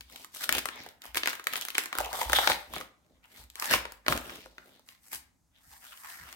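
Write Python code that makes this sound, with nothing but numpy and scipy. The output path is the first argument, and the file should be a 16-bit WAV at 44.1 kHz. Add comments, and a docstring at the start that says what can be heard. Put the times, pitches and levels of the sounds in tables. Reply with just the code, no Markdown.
"""Peeling a cabbage

Outer leaves are peeled off a fresh cabbage on a cutting board in a small, quiet kitchen.
Ribs and veins snap: a noise crack, a decaying flap ring and a low thud each. Random grains make the
dull flexing, the crackle of tearing cells and the waxy rubbing; slips in a hollow make a creak.
The head bumps on the board in a few damped modes. All but bumps and room tone get a noise-tail echo."""
import sys
import numpy as np
from scipy import signal
from scipy.fft import rfft, irfft
from scipy.io import wavfile
from scipy.ndimage import uniform_filter1d

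SR = 44100
rng = np.random.default_rng(int(sys.argv[2]) if len(sys.argv) > 2 else 0)


def file_out(sig):
    """Save sig as 16-bit WAV at sys.argv[1]."""
    # one column per channel
    cols = np.atleast_2d(sig).T
    # limit, then scale
    lim = np.clip(cols, -1, 1)
    pcm = np.round(lim * 32767).astype(np.int16)
    wavfile.write(sys.argv[1], SR, pcm)


N = 280035
TIME_S = np.arange(N) / SR
CUTOFF_HZ = 16100
LEFT_RIGHT = np.array([[1], [-1]])


def from_db(db):
    """Decibels to gain."""
    return 10 ** (np.asarray(db) / 20)


def rms_one(x):
    """Scale to an rms of 1."""
    return x / np.sqrt(np.mean(x ** 2) + 1e-20)


def at_hz(points, hz):
    """Read a table on a log-frequency axis."""
    f, value = np.transpose(points)
    return np.interp(np.log(hz), np.log(f), value)


def band(x, low_hz, high_hz, order=2):
    """Causal Butterworth band-pass."""
    edges_hz = [low_hz, min(high_hz, .45 * SR)]
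    return signal.sosfilt(signal.butter(order, edges_hz, "band", fs=SR, output="sos"), x + 1e-18)


def colour(x, spectrum):
    """Minimum-phase filter with the given spectrum, so nothing sounds early."""
    size = 2048
    hz = np.maximum(np.fft.rfftfreq(size, 1 / SR), 1)
    cepstrum = irfft(np.log(from_db(at_hz(spectrum, hz))))
    # fold onto positive time
    cepstrum[1:size // 2] *= 2
    cepstrum[size // 2 + 1:] = 0
    impulse = irfft(np.exp(rfft(cepstrum)))
    return signal.oaconvolve(x, impulse[None], axes=1)[:, :x.shape[1]]


# likeness of the direct sound at the two microphones: f/Hz, likeness/(0-1)
MIC_LIKENESS = [(60, 0.1), (300, .85), (700, 0.9), (1500, 0.19), (4000, 0), (12000, 0.11)]


def stereo(pair, hz):
    """Mix two unrelated signals to left and right, as alike as they are at this pitch."""
    alike = np.clip(at_hz(MIC_LIKENESS, hz), 0, 1)
    return np.sqrt(1 + alike) * pair[0] + np.sqrt(1 - alike) * pair[1] * LEFT_RIGHT


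def drift(rate_hz):
    """Slow chance with an rms of 1: straight lines between randomly timed knots."""
    knots_s = np.cumsum(rng.exponential(1, 8000)) / rate_hz
    return rms_one(np.interp(TIME_S, knots_s, rng.standard_normal(len(knots_s))))


def add(out, s, sound):
    """Mix a sound in at its time."""
    start = max(round(s * SR), 0)
    out[:, start:start + sound.shape[1]] += sound[:, :max(N - start, 0)]


def grains(per_s, spread_db, clump_db, smooth_db, grain_s, hz):
    """Clumps of tiny bursts, mostly weak and a few strong, over smooth friction."""
    born = rng.random(N) < per_s / SR
    sizes_db = spread_db * np.minimum(rng.exponential(1, N), 3) + clump_db * drift(70)
    impacts = born * from_db(sizes_db) ** 2 + 1e-12
    power = signal.lfilter([1], [1, -np.exp(-2 / (grain_s * SR))], impacts)
    # the hand's pull sets the mean power, however the fibres share it
    power /= uniform_filter1d(power, size=3500) + 1e-9
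    return stereo(rng.standard_normal((2, N)), hz) * np.sqrt(power + from_db(smooth_db) ** 2)


# room tone spectrum: f/Hz, level/dB
ROOM_TONE_SPECTRUM = [(25, -3), (60, 9.5), (150, -0.5), (260, 4), (400, -13), (800, -10), (3000, -25.5),
                      (6500, -16), (16000, -27)]
ROOM_TONE_DB = -72


def room_tone():
    """Steady noise, coloured as the quiet kitchen."""
    noise = stereo(rng.standard_normal((2, N)), 1000)
    tone = from_db(ROOM_TONE_DB) * rms_one(colour(noise, ROOM_TONE_SPECTRUM))
    return band(tone, 29, 19000)


# head bumping and rocking on the board: t/s, level/dB, lift of higher modes/(dB/octave)
HEAD_BUMPS = [(0.0, -58.5, -2), (0.508, -50, -1), (1.081, -55.5, -14), (1.982, -45.5, -8.5),
              (2.255, -38, -8.5), (2.492, -53, -2), (2.68, -53.5, -2), (3.12, -66.5, 1.5),
              (3.389, -55.5, 9), (3.734, -46.5, -6), (3.911, -60, -8), (4.087, -44, 20), (4.435, -61, -7),
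              (5.135, -66, 17), (5.661, -65, 17.5), (6.2, -61, 19.5)]
# head-on-board modes: ratio to bump pitch, level re bump/dB, t60/s
HEAD_MODES = [(1, 7, 0.48), (1.25, 1.5, 0.4), (1.8, -7, 0.2), (2.7, -16.5, 0.15)]
BUMP_HZ, BUMP_SPREAD_OCTAVES = 58.5, 0.062
BUMP_PAN_SPREAD_DB, PUSH_S = 1.7, .016


def bumps():
    """A soft push swells into the low modes of the head on the board."""
    out, t = np.zeros((2, N)), TIME_S[:SR]
    for s, db, lift_db in HEAD_BUMPS:
        hz = BUMP_HZ * 2 ** (BUMP_SPREAD_OCTAVES * rng.standard_normal())
        ring = 0
        for ratio, mode_db, t60_s in HEAD_MODES:
            decay_db = mode_db + lift_db * np.log2(ratio) - 60 * t / t60_s
            ring = ring + from_db(decay_db) * np.sin(2 * np.pi * hz * ratio * t)
        pan_db = rng.normal(0, BUMP_PAN_SPREAD_DB) * LEFT_RIGHT
        add(out, s, from_db(db + pan_db) * ring * (1 - np.exp(-t / PUSH_S)))
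    return band(out, 28, 1000)


# ribs and thick veins breaking: t/s, ring level/dB, flap f/Hz, crack level re ring/dB
RIB_SNAPS = [(0.0084, -43, 2650, -2.5), (0.1596, -42.5, 2750, -3), (0.2462, -43, 1255, 0),
             (0.348, -49, 2510, 9.5), (0.492, -19.5, 1900, -6), (0.5253, -23.5, 2450, 1.5),
             (0.55, -28, 3070, -5), (0.5692, -38, 1780, 2), (0.5825, -26, 2270, -5),
             (0.6563, -28, 1370, -4), (0.6872, -31, 1610, -11), (0.863, -43, 688, -8),
             (1.0193, -46.5, 3680, -2), (1.1461, -33, 2180, -4.5), (1.156, -31, 1820, -7),
             (1.1714, -23, 2290, -5.5), (1.2337, -25.5, 2140, -16), (1.2583, -25.5, 2180, -11),
             (1.2737, -21.5, 1630, -9), (1.2833, -28.5, 1950, -14), (1.3309, -33, 1590, -8.5),
             (1.353, -41.5, 1620, -1), (1.3965, -38, 1260, -9), (1.4416, -50.5, 1620, 6.5),
             (1.4698, -22, 1920, -7), (1.5359, -29, 1320, -3.5), (1.5567, -28.5, 1960, -8),
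             (1.5657, -43, 2180, 11), (1.612, -42, 2480, 10), (1.6511, -39, 2380, 5.5),
             (1.685, -34, 2100, -1), (1.7034, -36, 2710, -3.5), (1.7519, -27.5, 2200, -14),
             (1.7816, -19.5, 1950, -3), (1.858, -36, 1560, 0), (1.9282, -29, 1216, -10.5),
             (1.952, -32.5, 995, -6.5), (1.9854, -26, 1430, -0.5), (2.0034, -30, 565, -3),
             (2.0463, -43, 830, 3.5), (2.1299, -33.5, 880, -2), (2.214, -26.5, 974, -9),
             (2.2974, -27, 1260, -9), (2.3316, -16, 1840, -6), (2.3865, -19, 1120, -25),
             (2.474, -15.5, 2190, -14), (2.4991, -21.5, 1013, -9), (2.5177, -22, 2170, -29),
             (2.7369, -35, 1150, -5.5), (2.7633, -34, 1270, -20), (2.8114, -35.5, 1246, -11),
             (3.501, -52.5, 3380, 3), (3.5557, -43, 2270, 1), (3.5985, -42, 2000, 11),
             (3.623, -29, 1330, -7), (3.6569, -37, 2100, 3.5), (3.7108, -29, 854, 3),
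             (3.7373, -16.5, 1012, -11), (3.8534, -33.5, 954, -15), (3.9214, -46.5, 990, 3),
             (4.064, -31, 1440, -17), (4.0823, -17.5, 1080, -11.5), (4.1242, -20.5, 1350, -16),
             (4.176, -33.5, 1870, -1), (4.2957, -39, 1900, -27), (4.459, -44.5, 538, -11),
             (4.5819, -41.5, 1570, -18), (4.795, -59, 500, -2), (4.888, -47.5, 2740, -2.5),
             (5.1305, -41.5, 1050, 1.5), (6.327, -44.5, 2330, -1)]
# swinging modes of the freed flap: ratio to its pitch, level/dB
FLAP_SWINGS = [(1, -6), (1.78, -13), (2.699, -14.5)]
CRACK_S, CRACK_HZ = .0008, 4300
FLAP_S, FLAP_WIDTH_RATIO, SWING_CYCLES = 0.0027, 1.454, 9.3
THUD_S, THUD_LOW_HZ, THUD_HIGH_HZ = 0.0031, 260, 700
THUD_DB, THUD_DB_PER_OCTAVE = -15.5, -4.0   # re ring, at 1700 Hz
GRIT, SNAP_LEFT_DB, SNAP_PAN_SPREAD_DB = 0.38, 0.5, 1


def snaps():
    """A vein bursts within a millisecond: a bright crack, a few cycles of the freed flap, a thud in the head."""
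    out, t = np.zeros((2, N)), TIME_S[:1024]
    release = np.exp(-t * SR / 2)

    def level(x, db):
        """Set the rms over a nominal 5 ms, in each channel."""
        return from_db(db) * x * np.sqrt(.005 * SR / np.sum(x ** 2, axis=1, keepdims=True))

    for s, db, hz, crack_db in RIB_SNAPS + thin_veins():
        cells = rng.standard_normal((3, 2, len(t)))
        crack = band(stereo(cells[0], CRACK_HZ) * np.exp(-t / CRACK_S), CRACK_HZ, CUTOFF_HZ)
        # one sudden release of tension plus a spray of bursting cells
        flap = release + GRIT * stereo(cells[1], hz) * np.exp(-t / FLAP_S)
        flap = band(flap, hz / FLAP_WIDTH_RATIO, hz * FLAP_WIDTH_RATIO, order=1)
        flap = level(band(flap, 530, 5500), 0)
        for ratio, swing_db in FLAP_SWINGS:
            swing = np.sin(2 * np.pi * hz * ratio * t) * np.exp(-t * hz * ratio / SWING_CYCLES)
            flap = flap + from_db(swing_db) * swing
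        thud = release + GRIT * stereo(cells[2], THUD_LOW_HZ) * np.exp(-t / THUD_S)
        thud = band(thud, THUD_LOW_HZ, THUD_HIGH_HZ)
        # thick, low-pitched ribs shake the head more
        thud_db = THUD_DB + THUD_DB_PER_OCTAVE * np.log2(hz / 1700)
        snap = level(flap, 0) + level(crack, crack_db) + level(thud, thud_db)
        side_db = SNAP_LEFT_DB + rng.normal(0, SNAP_PAN_SPREAD_DB)
        add(out, s, snap * from_db(db + side_db * LEFT_RIGHT))
    return out


# echo spectrum: f/Hz, level/dB
ECHO_SPECTRUM = [(60, -0.5), (250, -7), (900, -6), (2000, -8), (4000, -5.5), (16000, -3)]
# echo decay: f/Hz, t60/s
ECHO_DECAY = [(100, .35), (1500, 0.43), (5000, 0.28), (16000, 0.2)]
FIRST_ECHO_S, ECHO_BUILD_S, ECHO_DB = .0035, 0.00033, -4.0


def kitchen(x):
    """Echoes from the worktop and near walls build up fast, die sooner in the treble and come from all sides."""
    t, edges_hz = TIME_S[:SR // 2], np.geomspace(50, 18000, 10)
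    tail = 0
    for low, high in zip(edges_hz, edges_hz[1:]):
        hz = np.sqrt(low * high)
        # above 600 Hz, take the likeness of a higher pitch
        echoes = stereo(rng.standard_normal((2, len(t))), hz * max(hz / 600, 1))
        tail = tail + band(echoes, low, high) * from_db(-60 * t / at_hz(ECHO_DECAY, hz))
    tail *= 1 - np.exp(-np.maximum(t - FIRST_ECHO_S, 0) / ECHO_BUILD_S)
    tail = colour(tail / np.sqrt(np.sum(tail ** 2) / 2), ECHO_SPECTRUM)
    return from_db(ECHO_DB) * signal.fftconvolve(x, tail, axes=1)[:, :N]


STROKE_DROP_DB, STROKE_SHAPE = 16.5, 1.48   # fall over one swell or fade time; 1 = pointed top, 2 = rounded
GENTLE_DB, HARD_DB = -52, -38   # tearing level of a gentle slide and of a hard pull


def effort_db(since_s, swell_s, fade_s):
    """The hand's effort swells to its peak and fades again."""
    away = np.maximum(-since_s / swell_s, since_s / fade_s)
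    return -STROKE_DROP_DB * np.minimum(away, 10) ** STROKE_SHAPE


# pulls or slides of the hand on a leaf:
# peak t/s, swell/s, fade/s, then levels before trim: flexing/dB, tearing/dB, rubbing/dB
HAND_STROKES = [(0.14, 0.065, 0.088, -60.5, -50.5, -57), (0.22, 0.055, .045, -60, -54, -53.5),
                (0.369, 0.041, 0.06, -64, -46.5, -45.5), (0.441, .06, 0.025, -58, -37.5, -37),
                (0.575, 0.093, .032, -37, -33.5, -42), (0.798, .12, 0.16, -53, -48, -61),
                (1.052, .035, 0.08, -65.5, -44, -56), (1.176, 0.026, 0.024, -45, -34, -38),
                (1.279, .035, .09, -69, -37, -44), (1.54, .07, .17, -56.5, -36, -46),
                (1.795, .07, .07, -70.5, -37, -46), (2.0, .08, 0.12, -54.5, -37, -51),
                (2.209, .11, 0.084, -48, -33.5, -37), (2.37, .09, 0.19, -46.5, -27.5, -33.5),
                (2.51, .04, .04, -38, -28.5, -35), (2.76, .07, 0.092, -44, -41.5, -50),
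                (3.11, 0.2, 0.13, -67.5, -72, -86.5), (3.248, .025, 0.03, -83, -60.5, -74.5),
                (3.399, .12, 0.061, -60.5, -52.5, -55.5), (3.648, .07, 0.13, -64.5, -35, -39.5),
                (3.742, 0.055, .038, -32.5, -21.5, -29), (3.9, .1, 0.12, -70.5, -59, -71),
                (4.105, .03, 0.086, -30, -30, -36.5), (4.28, .12, 0.19, -48.5, -45.5, -52.5),
                (4.69, .2, .13, -61, -59.5, -67.5), (4.901, 0.058, 0.08, -95, -60, -61.5),
                (5.079, .07, 0.043, -77, -67, -56.5), (5.135, .025, 0.046, -60, -41, -37),
                (5.565, 0.041, 0.1, -88, -68, -81), (5.73, 0.13, 0.21, -78, -62, -57),
                (5.848, 0.049, .22, -86, -53, -54.5), (6.09, 0.19, 0.22, -74, -49.5, -50),
                (6.299, .22, 0.22, -64.5, -52.5, -58)]


def stroke_gains():
    """Flexing, tearing and rubbing share each stroke's envelope; overlapping strokes sum in power."""
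    t = TIME_S[::32]
    power = 0
    for s, swell_s, fade_s, *levels_db in HAND_STROKES:
        stroke_db = np.array(levels_db)[:, None] + effort_db(t - s, swell_s, fade_s)
        power = power + from_db(stroke_db) ** 2
    return [np.interp(TIME_S, t, np.sqrt(p)) for p in power]


VEIN_DB, VEIN_SPREAD_DB = -2.5, 2.5   # re the stroke's tearing
VEIN_MAX_DB = -32   # cap on that tearing level: a thin vein holds no more pull
VEIN_GENTLE_LOSS_DB = 1   # veins are weaker in a gentle stroke
VEIN_HZ, VEIN_SPREAD_OCTAVES, VEIN_CRACK_DB = 1890, 0.79, 0
VEIN_SCATTER = .7   # share of the swell and fade times over which they fall


def thin_veins(count=3):
    """A few small snaps at random times in every stroke, following the pull; rows as in RIB_SNAPS."""
    rows = []
    for s, swell_s, fade_s, _, tear_db, _ in HAND_STROKES:
        gentle = np.interp(tear_db, [GENTLE_DB, HARD_DB], [1, 0])
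        for when, (size, pitch) in zip(rng.random(count), rng.standard_normal((count, 2))):
            since_s = VEIN_SCATTER * (when * (swell_s + fade_s) - swell_s)
            db = min(tear_db, VEIN_MAX_DB) + effort_db(since_s, swell_s, fade_s) / 2
            db += VEIN_DB + VEIN_SPREAD_DB * size - VEIN_GENTLE_LOSS_DB * gentle
            hz = VEIN_HZ * 2 ** (VEIN_SPREAD_OCTAVES * pitch)
            rows.append((s + since_s, db, hz, VEIN_CRACK_DB))
    return [row for row in rows if 0 < row[0] < TIME_S[-1]]


def folds(x, shift_db=5.5, rate_hz=20):
    """The pockets of a crumpling leaf lift and damp ever different pitches."""
    edges_hz = np.geomspace(500, 6000, 12)
    out = x
    for low, high in zip(edges_hz, edges_hz[1:]):
        out = out + band(x, low, high, order=1) * (from_db(shift_db * drift(rate_hz)) - 1)
    return out


# leaf spectra: f/Hz, level/dB
FLEXING_SPECTRUM = [(30, -27.5), (70, -8.5), (130, -8.5), (240, 0), (420, -5), (600, -1.5), (800, -7.5),
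                    (1300, -36.5)]
# f/Hz, level/dB
TEARING_SPECTRUM = [(350, -27.5), (600, -11.5), (780, -3), (1350, -3), (1950, -1.5), (2500, -5),
                    (3600, -4.5), (5000, -14), (9000, -23.5)]
# f/Hz, level/dB
RUBBING_SPECTRUM = [(2000, -88.5), (3500, -12), (5000, -3), (7000, -1.5), (8500, 3), (10000, -1.5),
                    (12300, 2.5), (16000, -6)]
FLEX_TRIM_DB, TEAR_TRIM_DB, RUB_TRIM_DB, LEAF_LEFT_DB = -3.0, -1.0, 0.5, 0.22


def leaf():
    """The blade flexes with dull knocks, its cells tear with a crackle, its waxy skin rasps."""
    flex, tear, rub = stroke_gains()
    knocks = grains(per_s=250, spread_db=3, clump_db=1.5, smooth_db=-4, grain_s=.002, hz=350)
    # a harder pull bursts more cells at once, so loud tearing is denser
    per_s = 900 * np.sqrt(1 + tear / from_db(-50))
    # a gentle slide is mostly smooth friction, a hard pull comes in clumps
    hard = np.interp(20 * np.log10(tear + 1e-9), [GENTLE_DB, HARD_DB], [0, 1])
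    cells = grains(per_s=per_s, spread_db=4, clump_db=1 + 2.5 * hard, smooth_db=-3 - 7 * hard,
                   grain_s=.0005, hz=2500)
    out = flex * from_db(FLEX_TRIM_DB) * rms_one(colour(knocks, FLEXING_SPECTRUM))
    out += tear * from_db(TEAR_TRIM_DB) * rms_one(colour(folds(cells), TEARING_SPECTRUM))
    out += rub * from_db(RUB_TRIM_DB) * rms_one(colour(cells, RUBBING_SPECTRUM))
    return out * from_db(LEAF_LEFT_DB * LEFT_RIGHT)


# hollow between leaf and head: f/Hz, width/Hz, level/dB
LEAF_HOLLOW_MODES = [(570, 250, -5), (707, 120, 5), (940, 410, 1.5)]


def hollow(x):
    """The cavity's modes in parallel, with alternating signs."""
    modes = 0
    for k, (hz, width_hz, db) in enumerate(LEAF_HOLLOW_MODES):
        mode = band(x, hz - width_hz / 2, hz + width_hz / 2, order=1)
        modes = modes + (-1) ** k * from_db(db) * mode
    return band(modes, 440, 1000)


CREAK_FROM_S, CREAK_TO_S, CREAK_SWELL_S, CREAK_FADE_S = 2.04, 2.41, 0.053, .12
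CREAK_DB, CRACK_COUPLING_DB = -42.5, 2.5


def creak(cracks):
    """While a thick rib is bent back, its uneven slips and its cracks ring in the hollow under the leaf."""
    slips = grains(per_s=150, spread_db=3.0, clump_db=4, smooth_db=-12, grain_s=0.0012, hz=400)
    since_s = TIME_S - np.clip(TIME_S, CREAK_FROM_S, CREAK_TO_S)
    bending = from_db(CREAK_DB + effort_db(since_s, CREAK_SWELL_S, CREAK_FADE_S))
    bent = (TIME_S > CREAK_FROM_S - CREAK_SWELL_S) & (TIME_S < CREAK_TO_S + CREAK_FADE_S)
    return bent * (bending * rms_one(hollow(slips)) + from_db(CRACK_COUPLING_DB) * hollow(cracks))


RIGHT_LAG_S = .00014


def scene():
    """The cabbage close by and a little to the left, the kitchen around it."""
    cracks = snaps()
    left, right = cracks + leaf() + creak(cracks)
    cabbage = np.array([left, np.interp(TIME_S - RIGHT_LAG_S, TIME_S, right)])
    return cabbage + kitchen(cabbage) + bumps() + room_tone()


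def record(dry):
    """Steep elliptic low-pass."""
    return signal.sosfilt(signal.ellip(10, .1, 80, CUTOFF_HZ, fs=SR, output="sos"), dry)


dry = scene()
out = record(dry)
file_out(out)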